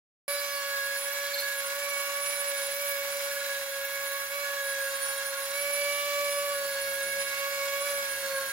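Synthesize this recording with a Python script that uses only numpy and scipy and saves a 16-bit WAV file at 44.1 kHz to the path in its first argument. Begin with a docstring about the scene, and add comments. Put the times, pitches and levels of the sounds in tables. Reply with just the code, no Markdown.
"""A handheld rotary tool grinds wood with a small sanding drum, close to the microphone in a quiet room.
Lines locked to the shaft make its hum, which sags under load, the bearing's song and the motor's high whine.
The drum chatters three times a turn, skips off the wood in bouts, and rasps as noise surging once a turn.
It squeaks and buzzes where the grain catches it; the held block rings and rumbles over a low room murmur."""
import sys
import numpy as np
from scipy import signal
from scipy.fft import rfft, irfft
from scipy.io import wavfile
from scipy.ndimage import uniform_filter1d, map_coordinates

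SR = 44100
rng = np.random.default_rng(int(sys.argv[2]) if len(sys.argv) > 2 else 0)


def file_out(sig):
    """Save sig as 16-bit WAV at sys.argv[1]."""
    # one column per channel
    cols = np.atleast_2d(sig).T
    # limit, then scale
    lim = np.clip(cols, -1, 1)
    pcm = np.round(lim * 32767).astype(np.int16)
    wavfile.write(sys.argv[1], SR, pcm)


N = 375732
TIME = np.arange(N) / SR  # s
BINS = np.fft.rfftfreq(N, 1 / SR)  # Hz
FREE_HZ, LOADED_HZ = 574, 569  # shaft speeds where load begins and is full


# Shaft speed under changing pressure: time_s [s], speed_hz [turns/s]
SHAFT_SPEED = [(0.3, 570.8), (0.82, 555.0), (1.25, 563.8), (1.67, 553.8), (1.78, 566.5), (2.08, 562.0),
               (2.32, 567.6), (2.67, 556.5), (2.83, 568.1), (2.98, 560.0), (3.21, 561.8), (3.72, 552.8),
               (4.26, 556.5), (4.29, 549), (4.32, 558), (4.38, 565.8), (4.8, 549.0), (5.47, 552.4),
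               (5.59, 566.9), (5.96, 573.6), (6.47, 569.4), (6.71, 555.4), (7.02, 552.4), (7.77, 558.4),
               (7.87, 567.9), (8.11, 551.4), (8.5, 542.7)]
RACE_HZ, RACE_SETTLE_S = 3.3, 0.082  # scale of the speed change, averaging window


def shaft(lifted):
    """Torque balance: pressure slows the shaft, and it races a little where the drum is lifted."""
    speed, = follow(SHAFT_SPEED)
    load = np.clip((FREE_HZ - speed) / max(FREE_HZ - LOADED_HZ, 1), 0, 1)
    # subtracting the local mean leaves the shaft slightly slower on both sides of a skip
    race = lifted - uniform_filter1d(lifted, max(round(RACE_SETTLE_S * SR), 1))
    turns = np.cumsum(speed + RACE_HZ * race + 0.696 * wander(15.0)) / SR
    return turns, speed, load


# Level curves of the shaft harmonics at orders 1, 2 and 4: time_s [s], level_db [dB, nominal]
HUM = [(0.3, -36.5), (0.54, -42), (1.42, -40), (1.48, -44), (1.82, -38.5), (2.02, -41.5), (2.82, -37.5),
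       (3.26, -37.5), (4.26, -42), (4.34, -39.5), (4.9, -38.5), (5.02, -41.6), (5.5, -40), (5.66, -36),
       (5.88, -33), (5.98, -38.5), (6.22, -32), (6.95, -38), (7.03, -37.5), (7.13, -41), (7.18, -35),
       (7.33, -44.5), (7.44, -37.5), (7.82, -35.5), (7.98, -35), (8.07, -43), (8.16, -43), (8.38, -33.5),
       (8.46, -42), (8.5, -51)]
SECOND = [(0.3, -42.5), (0.5, -40.5), (1.02, -48.5), (1.24, -45), (1.4, -51), (1.98, -41), (2.58, -46.5),
          (2.82, -46), (3.72, -49), (4.14, -43), (4.3, -44), (4.38, -43), (4.74, -47.5), (5.1, -44.5),
          (5.5, -47), (5.84, -44), (6.0, -38), (6.54, -38.5), (6.64, -44.5), (7.04, -53), (7.34, -41),
          (7.9, -41), (8.16, -52.5), (8.38, -39.5), (8.5, -51)]
FOURTH = [(0.3, -41.5), (0.85, -48), (1.18, -42.5), (1.65, -43.5), (1.96, -37), (2.2, -41), (2.45, -38),
          (2.66, -45), (2.8, -40), (3.1, -43.5), (3.7, -49.5), (4.05, -43.5), (4.28, -44.5), (4.4, -37.5),
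          (4.8, -55), (5.5, -52), (5.58, -38), (5.9, -33.5), (6.44, -41.5), (6.64, -52), (6.84, -44),
          (7.55, -38), (7.85, -42), (8.5, -53)]
# The same at orders 5, 8 and 9: time_s [s], level_db [dB, nominal]
FIFTH = [(.3, -55), (.6, -50), (1.3, -54), (1.8, -52), (1.98, -46), (2.2, -52.5), (5.4, -53), (6.0, -44),
         (6.8, -50), (7.9, -49.5), (8.5, -56)]
EIGHTH = [(.3, -43), (.95, -46), (1.08, -58), (1.4, -47), (1.7, -56), (4.4, -57), (4.9, -50), (5.3, -55),
          (5.85, -47.5), (6.3, -55), (6.7, -48), (7.1, -53), (8.2, -54), (8.35, -46), (8.5, -57)]
NINTH = [(.3, -50), (.55, -49.5), (1.2, -56), (2.8, -55.5), (3.3, -51), (3.6, -60), (4.8, -55), (5.2, -61),
         (6.04, -51.5), (7.9, -52.5), (8.5, -61)]
# Weaker shaft harmonics: order [lines per turn], level_db [dB, nominal]
OVERTONES = [(6, -54), (7, -53), (10, -56.5), (11, -57.5), (12, -58), (13, -54), (17, -56), (19, -58),
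             (20, -57), (21, -56)]
# Bearing tones and sidebands: order [cycles per turn], free_db [dB, nominal], loaded_db [dB, nominal]
BEARING = [(2.58, -60, -47), (2.82, -68, -57), (3.58, -51, -59), (4.16, -68, -55), (4.58, -54, -54.5),
           (5.58, -54, -57.5), (6.16, -51, -59), (6.58, -60, -55.5), (7.43, -58, -57), (7.58, -57, -60)]
SWELL_DB_PER_ORDER, SWELL_MAX_DB = 0.35, 2.6
DRIFT_PER_ORDER, DRIFT_MAX = 0.074, 0.78  # radians
DIP_S, DIP_LENGTH_S, DIP_DB = 4.285, 0.044, -8  # these tones dip briefly


def motor(turns, load):
    """Rotating unbalance gives a hum and harmonics, bearing tones lie between; contact makes them tremble."""
    tremble_db = 1 + 3.86 * load
    shaken = turns + .008 * load * wander(15)
    hum_db = follow(HUM)[0] + 0.22 * tremble_db * wander(27.3)
    out = tone(shaken, 1, hum_db, drift=0.088)
    for order, curve in (2, SECOND), (4, FOURTH), (5, FIFTH), (8, EIGHTH), (9, NINTH):
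        level_db = follow(curve)[0] + 0.45 * tremble_db * wander(20) - .3
        out += tone(turns, order, level_db, drift=.05 * order)
    bearing = [(order, free_db + (loaded_db - free_db) * load) for order, free_db, loaded_db in BEARING]
    for order, level_db in OVERTONES + bearing:
        slow_depth_db = min(SWELL_DB_PER_ORDER * order, SWELL_MAX_DB)
        swell_db = 2.6 * wander(30) + slow_depth_db * wander(2.9) - 2
        out += tone(turns, order, level_db + swell_db, drift=min(DRIFT_PER_ORDER * order, DRIFT_MAX))
    return out * amp(DIP_DB * bump(TIME, DIP_S, DIP_LENGTH_S))


# Level curve of the high motor whine: time_s [s], level_db [dB, nominal]
WHINE = [(0.3, -35), (0.46, -42), (0.66, -46), (0.78, -49), (1.06, -36.5), (1.18, -48), (1.66, -39.5),
         (1.74, -41.5), (2.42, -36), (3.18, -46), (3.34, -43), (3.54, -47.5), (4.34, -42), (4.46, -50),
         (4.7, -43), (5.18, -35.5), (5.42, -43), (5.74, -36), (6.06, -46), (6.3, -39.5), (6.74, -43),
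         (7.26, -40), (7.62, -53), (7.82, -41), (8.02, -43), (8.5, -45)]
WHINE_ORDER = 18  # cycles per turn
FLIP_HZ, FLIP_WIDTH_HZ, FLIP_RADIANS = 558.5, 4, 2.3  # shaft speed, half-width, added phase lead


def whine(turns, speed, load):
    """Shaft-locked line: flickers more under load, and near one speed reaches the ports out of step."""
    flicker_db = (0.47 + 2.2 * load) * np.tanh(wander(31, centre_hz=23.4))
    swing_db = 7.6 * np.tanh(0.52 * wander(19))
    lead = FLIP_RADIANS * bump(speed, FLIP_HZ, 2 * FLIP_WIDTH_HZ)
    level_db = follow(WHINE)[0] + flicker_db + swing_db - 1.1
    return tone(turns, WHINE_ORDER, level_db, drift=0.77, lead=lead)


# Moments when the drum skips off the wood: middle_s [s], length_s [s]
SKIPS = [(1.023, .05), (1.133, .014), (1.299, .019), (1.344, .021), (1.4, .03), (1.64, .04), (2.997, .025),
         (3.041, .018), (3.21, .012), (3.301, .012), (3.353, .019), (3.401, .02), (3.443, .022),
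         (3.48, .017), (3.601, .016), (3.656, .016), (3.704, .018), (4.359, .022), (4.415, .025),
         (4.558, .012), (4.915, .026), (4.974, .016), (5.0, .011), (5.075, .012), (5.166, .014),
         (5.242, .018), (5.312, .024), (5.361, .02), (5.425, .012), (5.476, .019), (5.624, .018),
         (5.806, .014), (6.447, .024), (6.52, .022), (7.244, .02), (7.357, .018), (7.4, .019), (7.8, .03),
         (7.845, .022), (8.212, .028), (8.289, .029), (8.33, .016), (8.404, .013)]
SKIP_DB, SKIP_EDGE = -19, 2.0  # limit of the drop, steepness of its saturation


def skipping():
    """Intermittent contact: the chatter drops abruptly, with saturation squaring off each drop."""
    skip_db = SKIP_DB * np.tanh(SKIP_EDGE * sum(bump(TIME, s, length) for s, length in SKIPS))
    return skip_db, 1 - amp(skip_db)


# Level curve of the drum's knocking on the wood: time_s [s], level_db [dB, nominal]
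CHATTER = [(0.3, -43.5), (0.62, -40.5), (0.76, -33.5), (0.97, -36), (1.05, -40.5), (1.36, -38), (1.48, -35),
           (1.68, -41.5), (2.35, -46.5), (2.6, -41), (2.69, -46), (2.94, -37.5), (3.19, -47), (3.39, -36.5),
           (3.58, -38), (3.68, -45), (3.75, -40.5), (4.24, -39.5), (4.35, -46), (4.5, -37.5), (4.83, -35),
           (5.09, -40), (5.34, -39), (5.46, -45), (6.4, -43.5), (6.95, -36.5), (7.32, -38), (7.4, -42),
           (7.83, -43.5), (8.0, -37.5), (8.5, -38.5)]
REBOUND_DB, REBOUND_S = 4.5, .09  # gain per lifted fraction, averaging window centred on the skip


def chatter(turns, load, skip_db, lifted):
    """Periodic impact three times a turn: it breaks at every skip and is stronger on either side."""
    stutter_db = load * (1.25 * wander(25) + 0.5 * wander(30, centre_hz=102))
    slip = 0.01 * load * wander(30)
    rebound_db = REBOUND_DB * uniform_filter1d(lifted, round(REBOUND_S * SR))
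    level_db = follow(CHATTER)[0] + stutter_db + skip_db + rebound_db - .2
    return tone(turns + slip, 3, level_db, drift=0.41)


# Grinding levels, woody body and rasp: time_s [s], body_db [dB, nominal], rasp_db [dB, nominal]
CUT = [(.3, -46.5, -45), (.7, -47, -44.5), (1.18, -44.5, -43.5), (1.42, -44, -42.5), (1.5, -45.5, -43.5),
       (2.42, -45, -43), (2.74, -45.5, -42.5), (2.86, -46, -43.5), (3.54, -45, -43), (3.66, -45, -44.5),
       (4.3, -46.5, -45.5), (5.14, -44.5, -44), (5.42, -44.5, -44), (5.74, -46.5, -43), (6.26, -47.5, -42),
       (6.62, -46.5, -44.5), (7.66, -45.5, -42), (8.5, -44, -44)]
# Relative spectra of woody body, rasp and fine grit hiss: frequency_hz [Hz], density_db [dB per Hz]
BODY = [(400, -29), (600, -23), (675, -13.5), (735, -8.5), (820, 0), (880, -1.5), (1020, -1.5), (1200, -6),
        (1340, 1), (1480, 3), (1560, -0.5), (1950, 3.5), (2250, -0.5), (2700, -14), (5000, -48)]
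RASP = [(1000, -49), (1950, -14), (2400, 2), (2700, 1.5), (2950, 0.5), (3500, -1), (4300, 2), (4800, -1),
        (5400, -2), (6000, 2.5), (6500, -5.5), (7400, -2.5), (8600, -8), (10000, -6), (13000, -53)]
GRIT = [(6000, -49), (8600, -38), (9600, -4), (10800, 2.5), (12000, 5.5), (14000, 3.5), (15800, 2.5),
        (17000, -46)]
GRIT_DB = -44  # nominal level of the fine hiss
SURGE_RASP_DB, SURGE_GRIT_DB = 1.7, 2.4  # depth of the once-a-turn surge
REPEAT_SHARE = .22  # of the previous turn's noise at full load


def grinding(turns, speed, load):
    """Abrasion noise modulated by rotation: one surge a turn, with coarse and fine grains clumping apart."""
    contact = np.cos(2 * np.pi * (turns + 0.21 * load * wander(32)))
    coarse_db = .9 * wander(40) + 1.1 * wander(300)
    fine_db = .8 * wander(40) + .4 * wander(300)
    body_db, rasp_db = follow(CUT)
    coarse = noise(BODY) * amp(body_db) + noise(RASP) * amp(rasp_db)
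    rasp = coarse * unit(amp(SURGE_RASP_DB * contact + coarse_db)) * amp(0.41 * wander(6.0))
    fine_surge = unit(amp(SURGE_GRIT_DB * contact + fine_db))
    grit = noise(GRIT) * fine_surge * amp(GRIT_DB + .7 * wander(22))
    return repeated(rasp + grit, speed, share=REPEAT_SHARE * (.5 + .5 * load))


def repeated(x, speed, share):
    """Cyclic correlation: the same grit meets the wood one turn later, so part of the noise repeats."""
    earlier = np.arange(N) - SR / speed
    echo = np.array([map_coordinates(channel, [earlier], order=3) for channel in x])
    return (x + share * echo) / np.sqrt(1 + share ** 2)


# Crossings of rough grain: middle_s [s], length_s [s], level_db [dB of each harmonic, nominal]
ROUGH_GRAIN = [(2.865, 0.29, -49), (3.92, 0.96, -59)]
SCRAPE_ORDERS = range(21, 29)
SCRAPES_PER_S, SCRAPE_DEPTH_DB, SCRAPE_SCATTER_DB = 24, 4, 2  # rate of the random bursts, their depths


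def scraping(turns):
    """Repeated stick and slip on rough grain: uneven bursts of high shaft harmonics buzz."""
    crossing = sum(amp(level_db) * bump(TIME, s, length) for s, length, level_db in ROUGH_GRAIN)
    bursts = unit(amp(SCRAPE_DEPTH_DB * np.tanh(wander(SCRAPES_PER_S))))
    uneven = turns + 0.0044 * wander(250)
    buzz = np.zeros((2, N))
    for order in SCRAPE_ORDERS:
        buzz += tone(uneven, order, SCRAPE_SCATTER_DB * np.tanh(wander(SCRAPES_PER_S)))
    return crossing * bursts * buzz


# Squeaks on the grain: middle_s [s], length_s [s], order [cycles per turn], level_db [dB, nominal]
SQUEAKS = [(.32, 0.032, 21.5, -40), (1.135, 0.016, 21.5, -36), (1.345, 0.019, 7.5, -34),
           (1.346, .022, 21.5, -38), (1.394, .032, 7.5, -34), (1.42, .016, 7.5, -43),
           (1.4, .037, 21.5, -39), (1.441, 0.025, 8, -42), (1.459, .026, 7, -45), (3.852, .013, 27, -35),
           (3.94, .016, 27, -43), (4.038, .014, 28, -40), (4.13, .019, 28, -39), (4.18, .02, 27, -42)]


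def squeaks(turns):
    """Stick-slip friction: the drum catches on the grain and squeaks for a moment."""
    return catches(SQUEAKS, turns, throb=0.55, rough=0.002, fuzz=.3, width_hz=700)


# Block rings under the drum: middle_s [s], length_s [s], order [cycles per turn], level_db [dB, nominal]
RESONANCES = [(.47, 0.12, 11, -50), (4.12, 0.2, 7, -51.5), (5.7, 0.097, .5, -67), (6.21, 0.11, .5, -65.5)]


def resonances(turns):
    """Resonance: the block rings where the drum touches it, with little throb and a narrow blur."""
    return catches(RESONANCES, turns, throb=0.064, rough=0.0028, fuzz=.3, width_hz=60)


def catches(table, turns, throb, rough, fuzz, width_hz):
    """Amplitude modulation of short rings: a throb once a turn and a fuzzy narrow-band share."""
    out = np.zeros((2, N))
    uneven = turns + rough * wander(250)
    grain = rng.standard_normal(N) + 1j * rng.standard_normal(N)
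    lowpass = signal.butter(2, width_hz / 2, fs=SR, output="sos")
    blur = unit(signal.sosfilt(lowpass, grain))
    strength = (1 + fuzz * blur) / np.sqrt(1 + fuzz ** 2)
    strength = strength * (1 + throb * np.cos(2 * np.pi * turns))
    for s, length, order, level_db in table:
        near = abs(TIME - s) < 2 * length
        swell = amp(level_db) * bump(TIME[near], s, length)
        ring = np.exp(2j * np.pi * order * uneven[near]) * strength[near]
        out[:, near] += np.sqrt(2) * swell * (port_pair(-4.4, 1.0) * ring).real
    return out


# Level curve of the held block's rumble: time_s [s], level_db [dB, nominal]
BLOCK = [(.3, -74), (4, -71.5), (5.2, -78), (6.2, -69), (6.6, -59.5), (7.2, -56.5), (7.5, -72), (8, -59),
         (8.4, -57)]
# Relative spectra of the block's rumble and the room: frequency_hz [Hz], density_db [dB per Hz]
RUMBLE = [(25, -26), (70, -9), (120, -0.5), (160, -13), (205, 4.5), (245, -8), (290, -6.5), (350, 0),
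          (480, 0.5), (600, 8), (700, -0.5), (1200, -36)]
ROOM = [(20, -25), (40, -8), (65, -4), (110, 3), (160, -4), (300, -41), (1000, -40)]


def background():
    """Broadband low-frequency noise: the held block rumbles over the steady murmur of the room."""
    block = noise(RUMBLE) * amp(follow(BLOCK)[0] + 2 * wander(16))
    return block + noise(ROOM) * amp(-77.0)


# Paths of strong lines: order [cycles per turn] -> lean_db [dB, left minus right], lead [rad, left leads]
PATHS = {1: (-.7, 0.), 2: (-2.2, -1.45), 3: (-3, .1), 4: (-7.5, -1.55), 5: (-3, -1.1), 7: (-2.5, -1.2),
         8: (-2.5, -1.5), 2.58: (-2.5, -1.4), 18: (-5.5, 0.)}


def tone(turns, order, level_db, drift=0.21, lead=0):
    """Order-locked line: moving hands shift its reflections differently at each port."""
    phase = (2 * np.pi * ((order * turns + rng.random()) % 1)).astype(np.float32)
    paths = port_pair(*PATHS[order]) if order in PATHS else ports(np.array([order * LOADED_HZ]))
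    sway = (drift * wander(3.7) + lead / 2) * np.array([[1], [-1]])
    wave = abs(paths) * np.cos(phase + (np.angle(paths) + sway).astype(np.float32))
    return np.sqrt(2) * amp(level_db) * wave


# Left-right likeness of the noise: frequency_hz [Hz], likeness [0 to 1]
LIKENESS = [(60, .78), (400, .78), (900, .8), (2000, .6), (4000, .45), (8000, .66), (12000, .8),
            (16000, .8)]


def noise(spectrum):
    """Partial coherence: coloured noise shared between two ports, with a mid level of rms 1."""
    a, b = rfft(rng.standard_normal((2, N)))
    same = np.clip(at(LIKENESS, BINS), 0, 1)
    pair = np.array([a, same * a + np.sqrt(1 - same ** 2) * b]) * ports(BINS)
    x = irfft(pair * amp(at(spectrum, BINS)), N)
    return x / x.mean(0).std()


# Level difference of the ports: frequency_hz [Hz], lean_db [dB, left minus right]
LEAN = [(60, -2.5), (300, -2.5), (750, 0.5), (1250, 2), (2000, -3.5), (3500, -2.5), (7000, -2), (9500, -3),
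        (15000, -8)]
# Phase difference of the ports: frequency_hz [Hz], lead [rad, left leads]
LEAD = [(0, 0), (690, 0.5), (1210, -1), (1980, 1.5), (2240, -1.24), (2840, -2.5), (3530, -0.57), (4130, -3),
        (5340, -0.56), (7060, -6.5), (7670, -6), (16500, -6)]


def ports(hz):
    """Interaural-style differences: complex gains of the left and right microphone ports."""
    return port_pair(at(LEAN, hz), at(LEAD, hz))


def port_pair(lean_db, lead):
    """Power conservation: two complex gains of mean power 1 with a given level and phase difference."""
    half = amp(lean_db / 2) * np.exp(.5j * lead)
    pair = np.array([half, 1 / half]).reshape(2, -1)
    return pair / np.sqrt(np.mean(abs(pair) ** 2, axis=0))


def wander(rate_hz, centre_hz=0):
    """Random modulation: smooth chance of rms 1, its spectrum falling to half rate_hz from centre_hz."""
    size = 8192
    f = np.fft.rfftfreq(size, N / SR / size)
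    slow = irfft(rfft(rng.standard_normal(size)) / (1 + ((f - centre_hz) / rate_hz) ** 2))
    return np.interp(np.arange(N), np.linspace(0, N, size), unit(slow))


def bump(x, centre, width):
    """Gaussian envelope: height 1 at the centre, width measured across the 1/e points."""
    return np.exp(-(2 * (x - centre) / width) ** 2)


def amp(db):
    """Logarithmic level: decibels to gain."""
    return 10 ** (np.asarray(db) / 20)


def unit(x):
    """Power normalisation: scales to rms 1."""
    return x / np.sqrt(np.mean(abs(x) ** 2) + 1e-20)


def follow(table):
    """Linear interpolation: each column of a time table at every sample."""
    s, *columns = np.transpose(table)
    return [np.interp(TIME, s, column) for column in columns]


def at(points, hz):
    """Logarithmic pitch scale: reads a spectrum on a log-frequency axis."""
    f, value = np.transpose(points)
    return np.interp(np.log(hz + 1), np.log(f + 1), value)


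def scene():
    """Superposition: tool, wood and background add, with shaft and skips driving the sources."""
    skip_db, lifted = skipping()
    turns, speed, load = shaft(lifted)
    tool = motor(turns, load) + whine(turns, speed, load)
    wood = chatter(turns, load, skip_db, lifted) + grinding(turns, speed, load)
    wood += scraping(turns) + squeaks(turns) + resonances(turns)
    return tool + wood + background()


START = 0.2803  # s
EDGE_HZ = 16000


def record(dry):
    """Gating and band limiting: the sound opens abruptly out of silence, then passes a low-pass."""
    opened = dry * np.clip((TIME - START) / 0.0013 + .5, 0, 1)
    lowpass = signal.firwin(511, EDGE_HZ, window=("kaiser", 9), fs=SR)
    return signal.oaconvolve(opened, lowpass[None], "same")


dry = scene()
out = record(dry)
file_out(out)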